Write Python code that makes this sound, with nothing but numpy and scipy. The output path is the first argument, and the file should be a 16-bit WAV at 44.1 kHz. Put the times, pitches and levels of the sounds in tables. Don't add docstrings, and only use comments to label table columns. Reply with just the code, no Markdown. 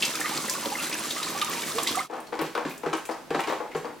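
import sys
import numpy as np
from scipy import signal
from scipy.fft import rfft, irfft
from scipy.io import wavfile
from scipy.ndimage import uniform_filter1d

SR = 44100
rng = np.random.default_rng(int(sys.argv[2]) if len(sys.argv) > 2 else 0)


def unload_audio(sound):
    columns = np.transpose(np.atleast_2d(sound))
    steps = np.round(np.clip(columns, -1, 1) * 32767)
    wavfile.write(sys.argv[1], SR, steps.astype(np.int16))


N = 176400
POUR_FADE_S, POUR_END_S, DRIPS_START_S, DRIPS_FULL_S = 1.985, 2.085, 2.033, 2.18


def undb(db):
    return 10 ** (np.asarray(db) / 20)


def unit(x):
    return x / np.sqrt(np.mean(x ** 2) + 1e-20)


def clock(size=N):
    return np.arange(size) / SR


def decay(t, t60):
    return np.exp(-np.log(1000) * t / max(t60, 1e-3))


def attack(t, seconds):
    return 1 - np.exp(-t / seconds)


def add(out, start, sound):
    i = max(int(start * SR), 0)
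    out[i:i + len(sound)] += sound[:max(len(out) - i, 0)]


def colour(x, points, size=2048):
    hz, db = np.array(points, float).T
    gain = undb(np.interp(np.log(np.fft.rfftfreq(size, 1 / SR) + 1), np.log(hz), db))
    cepstrum = irfft(np.log(gain))
    cepstrum[1:size // 2] *= 2
    cepstrum[size // 2 + 1:] = 0
    return signal.fftconvolve(x, irfft(np.exp(rfft(cepstrum))))[:len(x)]


def burst(points, t60, size=8192):
    noise = rng.standard_normal(size)
    return colour(noise * decay(clock(size), t60), points) / np.std(colour(noise, points))


def glide(t, hz, rise):
    pitch = np.minimum(hz * 2 ** (rise * t), SR / 2)
    return np.sin(2 * np.pi * np.cumsum(pitch) / SR)


def waver(depth_db, smooth_samples, size=N):
    drift = uniform_filter1d(rng.standard_normal(size), 1500)
    return undb(depth_db * unit(uniform_filter1d(drift, smooth_samples)))


def impacts(per_s, spread_db, size=N):
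    strength = undb(spread_db * np.minimum(rng.exponential(size=size), 4.3))
    return unit((rng.random(size) < per_s / SR) * strength * rng.choice([-1, 1], size))


def patter(per_s, spread_db, size=N):
    out = np.zeros(size)
    for octave in range(6):
        band = signal.butter(1, [300 * 2 ** octave, 600 * 2 ** octave], "bandpass", fs=SR, output="sos")
        flurries = waver(depth_db=2, smooth_samples=800, size=size)
        out += signal.sosfilt(band, impacts(per_s, spread_db, size)) * flurries
    return out


def bubble(hz, t60, rise, attack_cycles=2.34, size=4096):
    t = clock(size)
    return glide(t, hz, rise) * decay(t, t60) * attack(t, attack_cycles / hz)


def fizz(level_db, low_hz, high_hz, cycles, spread_db, count=650):
    out = np.zeros(N)
    for when, pitch, chance, life in rng.random((count, 4)):
        hz = low_hz * (high_hz / low_hz) ** pitch
        strength = undb(-spread_db * np.log(max(chance, .02)))
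        add(out, when * POUR_END_S, strength * bubble(hz, t60=(.5 + life) * cycles / hz, rise=8.5))
    return undb(level_db) * out / np.std(out[:int(POUR_END_S * SR)])


def swell(hz, peak_s, width_s, rise, size=4096):
    t = clock(size) - peak_s
    return glide(t, hz, rise) * np.exp(-(t / max(width_s, 1e-3)) ** 2)


def splash(hz, t60):
    skirt = 2 ** 0.67
    spectrum = [(hz / 30, -50), (hz / 10, -30), (hz / skirt, -9), (hz, 0), (hz * skirt, -9),
                (hz * 10, -40)]
    return burst(spectrum, t60)


def pour():
    # frequency in Hz, gain in dB.
    spatter_eq = [(400, 0.5), (1000, 5.5), (2000, 5), (3500, 4.5), (5000, 4.5), (7500, 3), (10000, 0),
                  (13000, -4.5), (16000, -11)]
    drumming_eq = [(30, -58), (60, -14.5), (100, -10.5), (160, 2.5), (205, 2), (320, 6.5), (450, 1),
                   (600, 0.5), (1000, -9.5), (2500, -23)]
    # peak time in seconds, pitch in Hz, level in dB,
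    # half width in seconds, glide in octaves per second.
    big_bubbles = [(0.029, 2650, -25, 0.004, -2), (0.216, 1816, -28.5, 0.0045, 9),
                   (0.254, 1230, -30.5, 0.0097, 0), (0.256, 1986, -34.5, 0.017, 7.5),
                   (0.32, 836, -35, 0.009, 12), (0.34, 1185, -38, 0.012, 7), (0.513, 1020, -41.5, 0.018, 1),
                   (0.556, 1110, -34, 0.0051, 12), (0.562, 1460, -38, 0.0097, -2),
                   (0.654, 965, -32, 0.0067, 0), (0.662, 564, -30, 0.004, 15),
                   (0.728, 832.6, -31, 0.0092, 6), (0.757, 2100, -32, 0.006, 6.5),
                   (0.821, 1390, -40.5, 0.013, 2), (0.939, 2552, -35, 0.012, 9.5),
                   (1.011, 1032, -41, 0.0096, 4.5), (1.056, 1185, -41.5, 0.019, 1.5),
                   (1.166, 1139, -40.5, 0.01, 9.5), (1.224, 1148, -45, 0.012, 3),
                   (1.238, 3960, -34, 0.011, 9.5), (1.275, 1240, -35, 0.0053, 3),
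                   (1.354, 800, -36, 0.0049, 2), (1.37, 1160, -36, 0.013, 6),
                   (1.418, 3618, -27.5, 0.004, 14), (1.427, 1211, -24.5, 0.0092, -0.5),
                   (1.507, 1110, -36, 0.0093, 12.5), (1.536, 1970, -33, 0.0036, 13),
                   (1.58, 935, -41, 0.015, 2), (1.638, 2280, -34.5, 0.0037, 0),
                   (1.708, 1072, -35, 0.004, -2), (1.772, 457.4, -31.5, 0.021, 6),
                   (1.786, 1128, -23, 0.0035, 12), (1.87, 2060, -29.5, 0.0034, 13),
                   (1.892, 1094, -33.5, 0.006, -2.5), (1.953, 1235, -29.5, 0.006, 15),
                   (1.98, 746, -26, 0.009, 5.5), (1.975, 1143, -30, 0.006, 5),
                   (1.994, 2100, -26.5, 0.004, 2), (2.002, 1085, -28, 0.00408, -5),
                   (2.01, 1260, -24.5, 0.004, 14)]
    # start in seconds, level in dB, brightest frequency in Hz, t60 in seconds.
    big_splashes = [(0.024, -22, 3030, 0.15), (.197, -28, 334, .06), (.204, -29, 7400, 0.054),
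                    (.44, -30.5, 238, 0.076), (0.869, -35, 9140, 0.024), (1.3894, -41, 6560, .02),
                    (1.956, -30, 7800, 0.029), (0.051, -25, 5440, 0.071), (.154, -27.5, 5500, 0.034),
                    (.258, -27.5, 1930, 0.042), (0.375, -25, 4570, 0.031), (0.4974, -21.5, 5940, 0.023),
                    (0.502, -29, 6000, 0.15), (.657, -26, 3600, 0.03), (.66, -31, 400, 0.16),
                    (0.8953, -32, 8000, 0.031), (0.927, -28.5, 2670, 0.074), (1.229, -29, 4240, 0.1),
                    (1.105, -29.5, 3600, 0.086), (1.415, -22, 2950, 0.055), (1.447, -25.5, 6080, 0.015),
                    (1.62, -30.5, 3570, 0.04), (1.782, -26, 676, 0.11), (1.784, -28, 3240, 0.11),
                    (1.831, -27.5, 7780, 0.062), (1.872, -24, 3570, 0.18), (1.902, -31, 312, 0.13)]
    flow = waver(depth_db=1.54, smooth_samples=1000)
    spatter = undb(-37.5) * unit(colour(patter(per_s=1700, spread_db=2.5), spatter_eq))
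    drumming = undb(-41.5) * unit(colour(impacts(per_s=260, spread_db=1.5), drumming_eq))
    gurgle = fizz(level_db=-41, low_hz=886.5, high_hz=5940, cycles=24, spread_db=3.5)
    ticks = fizz(level_db=-46, low_hz=5000, high_hz=14000, cycles=28, spread_db=4.5)
    out = flow * spatter + gurgle + ticks + drumming
    for peak, hz, db, width, rise in big_bubbles:
        add(out, peak - 2 * width, undb(db + 3.5) * swell(hz, 2 * width, width, rise))
        add(out, peak - width, undb(db - 9) * splash(hz, t60=0.084))
    for start, db, hz, t60 in big_splashes:
        add(out, start, undb(db + 1) * splash(hz, t60))
    return out


def reverb_tail(t):
    noise = rng.standard_normal(len(t))
    low = signal.sosfilt(signal.butter(1, 2500, fs=SR, output="sos"), noise)
    ring = (low * decay(t, t60=0.38) + (noise - low) * decay(t, t60=0.51)) * attack(t, 0.0059)
    return ring / np.linalg.norm(ring)


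def room(x, tail_db, side_db, size=32768):
    # delay in seconds, level in dB.
    reflections = [(.0052, -26), (.0087, -17), (0.0127, -13.5), (0.0191, -14), (0.048, -23), (0.052, -14)]
    # frequency in Hz, gain in dB.
    side_eq = [(60, -15), (300, -11.5), (1200, -13.5), (2500, -11), (4500, -6.5), (8000, -2.5),
               (11000, 2.5), (16000, 5)]
    t, early = clock(size), np.zeros(size)
    for lag, db in reflections:
        add(early, lag, undb([db]))
    mid = signal.sosfilt(signal.butter(1, 3080, fs=SR, output="sos"), early)
    mid += undb(tail_db) * reverb_tail(t)
    mid[0] += 1
    nearby = rng.standard_normal(size) * decay(t, t60=0.0064)
    side = undb(side_db) * colour(nearby / np.linalg.norm(nearby) + 0.63 * reverb_tail(t), side_eq)
    mid, side = (signal.fftconvolve(x, response)[:N] for response in (mid, side))
    return np.array([mid + side, mid - side])


def room_tone():
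    # frequency in Hz, gain in dB.
    air_eq = [(25, -12), (60, -21.5), (130, -5), (300, 2.5), (1000, -6.5), (3000, -15.5), (8000, -22),
              (16000, -28)]
    shared = rng.standard_normal(N)
    channels = [unit(colour(shared + 0.96 * rng.standard_normal(N), air_eq)) for _ in range(2)]
    return undb(-47.5) * np.array(channels)


def knock(t, modes, shell_eq, ring_db, shell_db, shell_t60):
    ring = np.zeros(len(t))
    for k, (hz, db, t60) in enumerate(modes):
        detuned_hz = hz * (1 + 0.016 * rng.standard_normal())
        ring += (-1) ** k * undb(db) * np.sin(2 * np.pi * detuned_hz * t) * decay(t, t60)
    rattle = burst(shell_eq, shell_t60, len(t))
    return undb(ring_db) * ring * attack(t, 0.0042) + undb(shell_db) * rattle


def spray(t):
    # frequency in Hz, gain in dB.
    spray_eq = [(600, -12), (1500, 8), (2600, 2.5), (4500, -2.5), (7500, -7.5), (11000, -16.5),
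                (16000, -22)]
    shower = unit(colour(patter(per_s=1100, spread_db=5.5, size=len(t)), spray_eq))
    return undb(-37) * shower * decay(t, t60=0.34) * attack(t, 0.0028)


def drips(drops, modes, shell_eq, notes=(), **knock_settings):
    out, t = np.zeros(N), clock(16384)
    for start, knock_db, spray_db, smack_db, smack_hz, *notes_db in drops:
        add(out, start, undb(spray_db) * spray(t))
        add(out, start, undb(knock_db) * knock(t, modes, shell_eq, **knock_settings))
        add(out, start, undb(smack_db) * splash(smack_hz, t60=0.038))
        for note_db, note in zip(notes_db, notes):
            add(out, start, undb(note_db) * swell(*note))
    return out


def far_crate():
    # start in seconds, gains of knock, spray and smack in dB, smack frequency in Hz.
    drops = [(2.098, -3.5, -6, -48, 1000), (2.128, -2, -11, -55, 1000), (2.324, -2, -4.5, -41, 1000),
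             (2.577, 0, -18, -23, 1000), (2.833, -3.5, -12, -33, 920), (3.0895, -1, -7, -37, 1000),
             (3.498, -1, -5, -21, 806), (3.602, -3, -26, -48, 990), (3.846, -4, -25, -33, 900)]
    # pitch in Hz, level in dB, t60 in seconds.
    modes = [(238, -9, 0.16), (312.7, -3.5, 0.29), (422.6, 2.5, 0.13), (496.6, 8, 0.16), (696, -3, 0.058),
             (848.4, 4.5, 0.11), (1210, -32, .08), (1190, -2, 0.038)]
    # frequency in Hz, gain in dB.
    shell_eq = [(30, -73), (100, -33), (260, -3), (500, 3), (680, 4.5), (1050, 5.5), (1500, -3.5),
                (2400, -11), (4000, -26.5), (16000, -56)]
    return drips(drops, modes, shell_eq, ring_db=-33, shell_db=-30.5, shell_t60=0.34)


def stray_droplets():
    # start in seconds, level in dB, brightest frequency in Hz, t60 in seconds.
    landings = [(2.202, -47.5, 9090, 0.066), (2.269, -47.5, 4210, 0.073), (2.413, -38, 11600, 0.079),
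                (2.475, -45, 1950, .05), (2.696, -47.5, 11900, 0.27), (2.708, -42, 2410, 0.11),
                (2.778, -43, 7740, 0.053), (3.053, -42.5, 7600, 0.15), (3.054, -39.5, 2610, 0.037),
                (2.968, -45.5, 9470, 0.12), (3.112, -43.5, 4830, 0.12), (3.403, -39.5, 8050, 0.075),
                (3.437, -33, 2380, 0.07), (3.715, -44.5, 2060, 0.15), (3.764, -47.5, 6735, 0.2),
                (3.852, -48.5, 4540, 0.059)]
    out = np.zeros(N)
    for start, db, hz, t60 in landings:
        add(out, start, undb(db) * splash(hz, t60))
        if hz < 6000:
            add(out, start, undb(db + 1) * bubble(hz, t60, rise=4.2))
    return out


def near_crate():
    # start in seconds, gains of knock, spray and smack in dB, smack frequency in Hz,
    # then each hollow note's level in dB.
    drops = [(2.391, -1.5, -3, -33, 3380, -28, -33), (2.551, -3, -4, -20, 1239, -47, -31),
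             (2.93, 2, -0.5, -34, 3000, -31, -27), (3.391, 1.5, -0.5, -37, 1500, -47, -46),
             (3.473, -1.5, 0.5, -36.5, 3800, -31, -26), (3.524, -6, -13, -23, 705, -40, -30)]
    # pitch in Hz, level in dB, t60 in seconds.
    modes = [(328, -13, 0.11), (451, -4.5, 0.043), (750, -11, 0.082), (919, -6.5, 0.17), (1088, -2.5, 0.09),
             (1303, 3, 0.037), (1440, -17, 0.078)]
    # frequency in Hz, gain in dB.
    shell_eq = [(30, -44), (100, -42), (280, -3.5), (550, 0.5), (1000, 5.5), (1600, -4.5), (2500, -7.5),
                (4500, -17.5), (8000, -40), (16000, -54)]
    # pitch in Hz, peak time and half width in seconds, rise in octaves per second.
    notes = [(321, 0.016, 0.017, 0.19), (418, 0.015, 0.006, 1.8)]
    return drips(drops, modes, shell_eq, notes, ring_db=-25, shell_db=-25.5, shell_t60=0.13)


def tub():
    # start in seconds, gains of knock, spray and smack in dB, smack frequency in Hz,
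    # then each hollow note's level in dB.
    drops = [(2.413, -9.5, -1, -37, 2470, -37.5, -35, -25),
             (2.651, -10, -3, -36, 2000, -38.5, -25.5, -29.5),
             (2.861, -6.5, -6, -41, 1590, -36, -40, -27.5), (3.305, -7.5, -4, -27.5, 1486, -39, -39, -22.5),
             (3.346, -3, -1.5, -31, 1360, -38, -26.5, -39), (3.749, -8, -5.5, -31, 1310, -37, -40.5, -24)]
    # pitch in Hz, level in dB, t60 in seconds.
    modes = [(262, -12, 0.17), (365.4, -0.5, 0.1306), (411, -7, 0.071), (460, -7, 0.036), (793, -3, 0.16),
             (1110, -4, 0.16), (1520, -8, 0.072), (1755, -7.5, 0.14)]
    # frequency in Hz, gain in dB.
    shell_eq = [(30, -42), (100, -49), (260, -1.5), (450, 2.5), (600, -0.5), (1200, -6), (2000, -10.5),
                (3500, -21.5), (8000, -34), (16000, -53)]
    # pitch in Hz, peak time and half width in seconds, rise in octaves per second.
    notes = [(164.5, 0.016, 0.016, 3.1), (289, 0.012, 0.0057, 3.8), (447, 0.0099, 0.0074, 19.6)]
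    return drips(drops, modes, shell_eq, notes, ring_db=-22, shell_db=-20, shell_t60=0.12)


def scene():
    tub_drips = tub()
    crate_drips = far_crate() + near_crate()
    pouring = room(pour(), tail_db=-9.5, side_db=-0.5)
    dripping = room(tub_drips, tail_db=-3, side_db=0)
    dripping += room(crate_drips + stray_droplets(), tail_db=-4.5, side_db=0.5)
    fade_out = np.interp(clock(), [POUR_FADE_S, POUR_END_S], [1, 0])
    fade_in = np.interp(clock(), [DRIPS_START_S, DRIPS_FULL_S], [0, 1])
    return pouring * fade_out + (dripping + room_tone()) * fade_in


def record(dry):
    balance_db, top_hz = 0.8, 16100
    high_cut = signal.ellip(10, .1, 80, top_hz, fs=SR, output="sos")
    return signal.sosfilt(high_cut, dry * undb([[-balance_db / 2], [balance_db / 2]]))


dry = scene()
out = record(dry)
unload_audio(out)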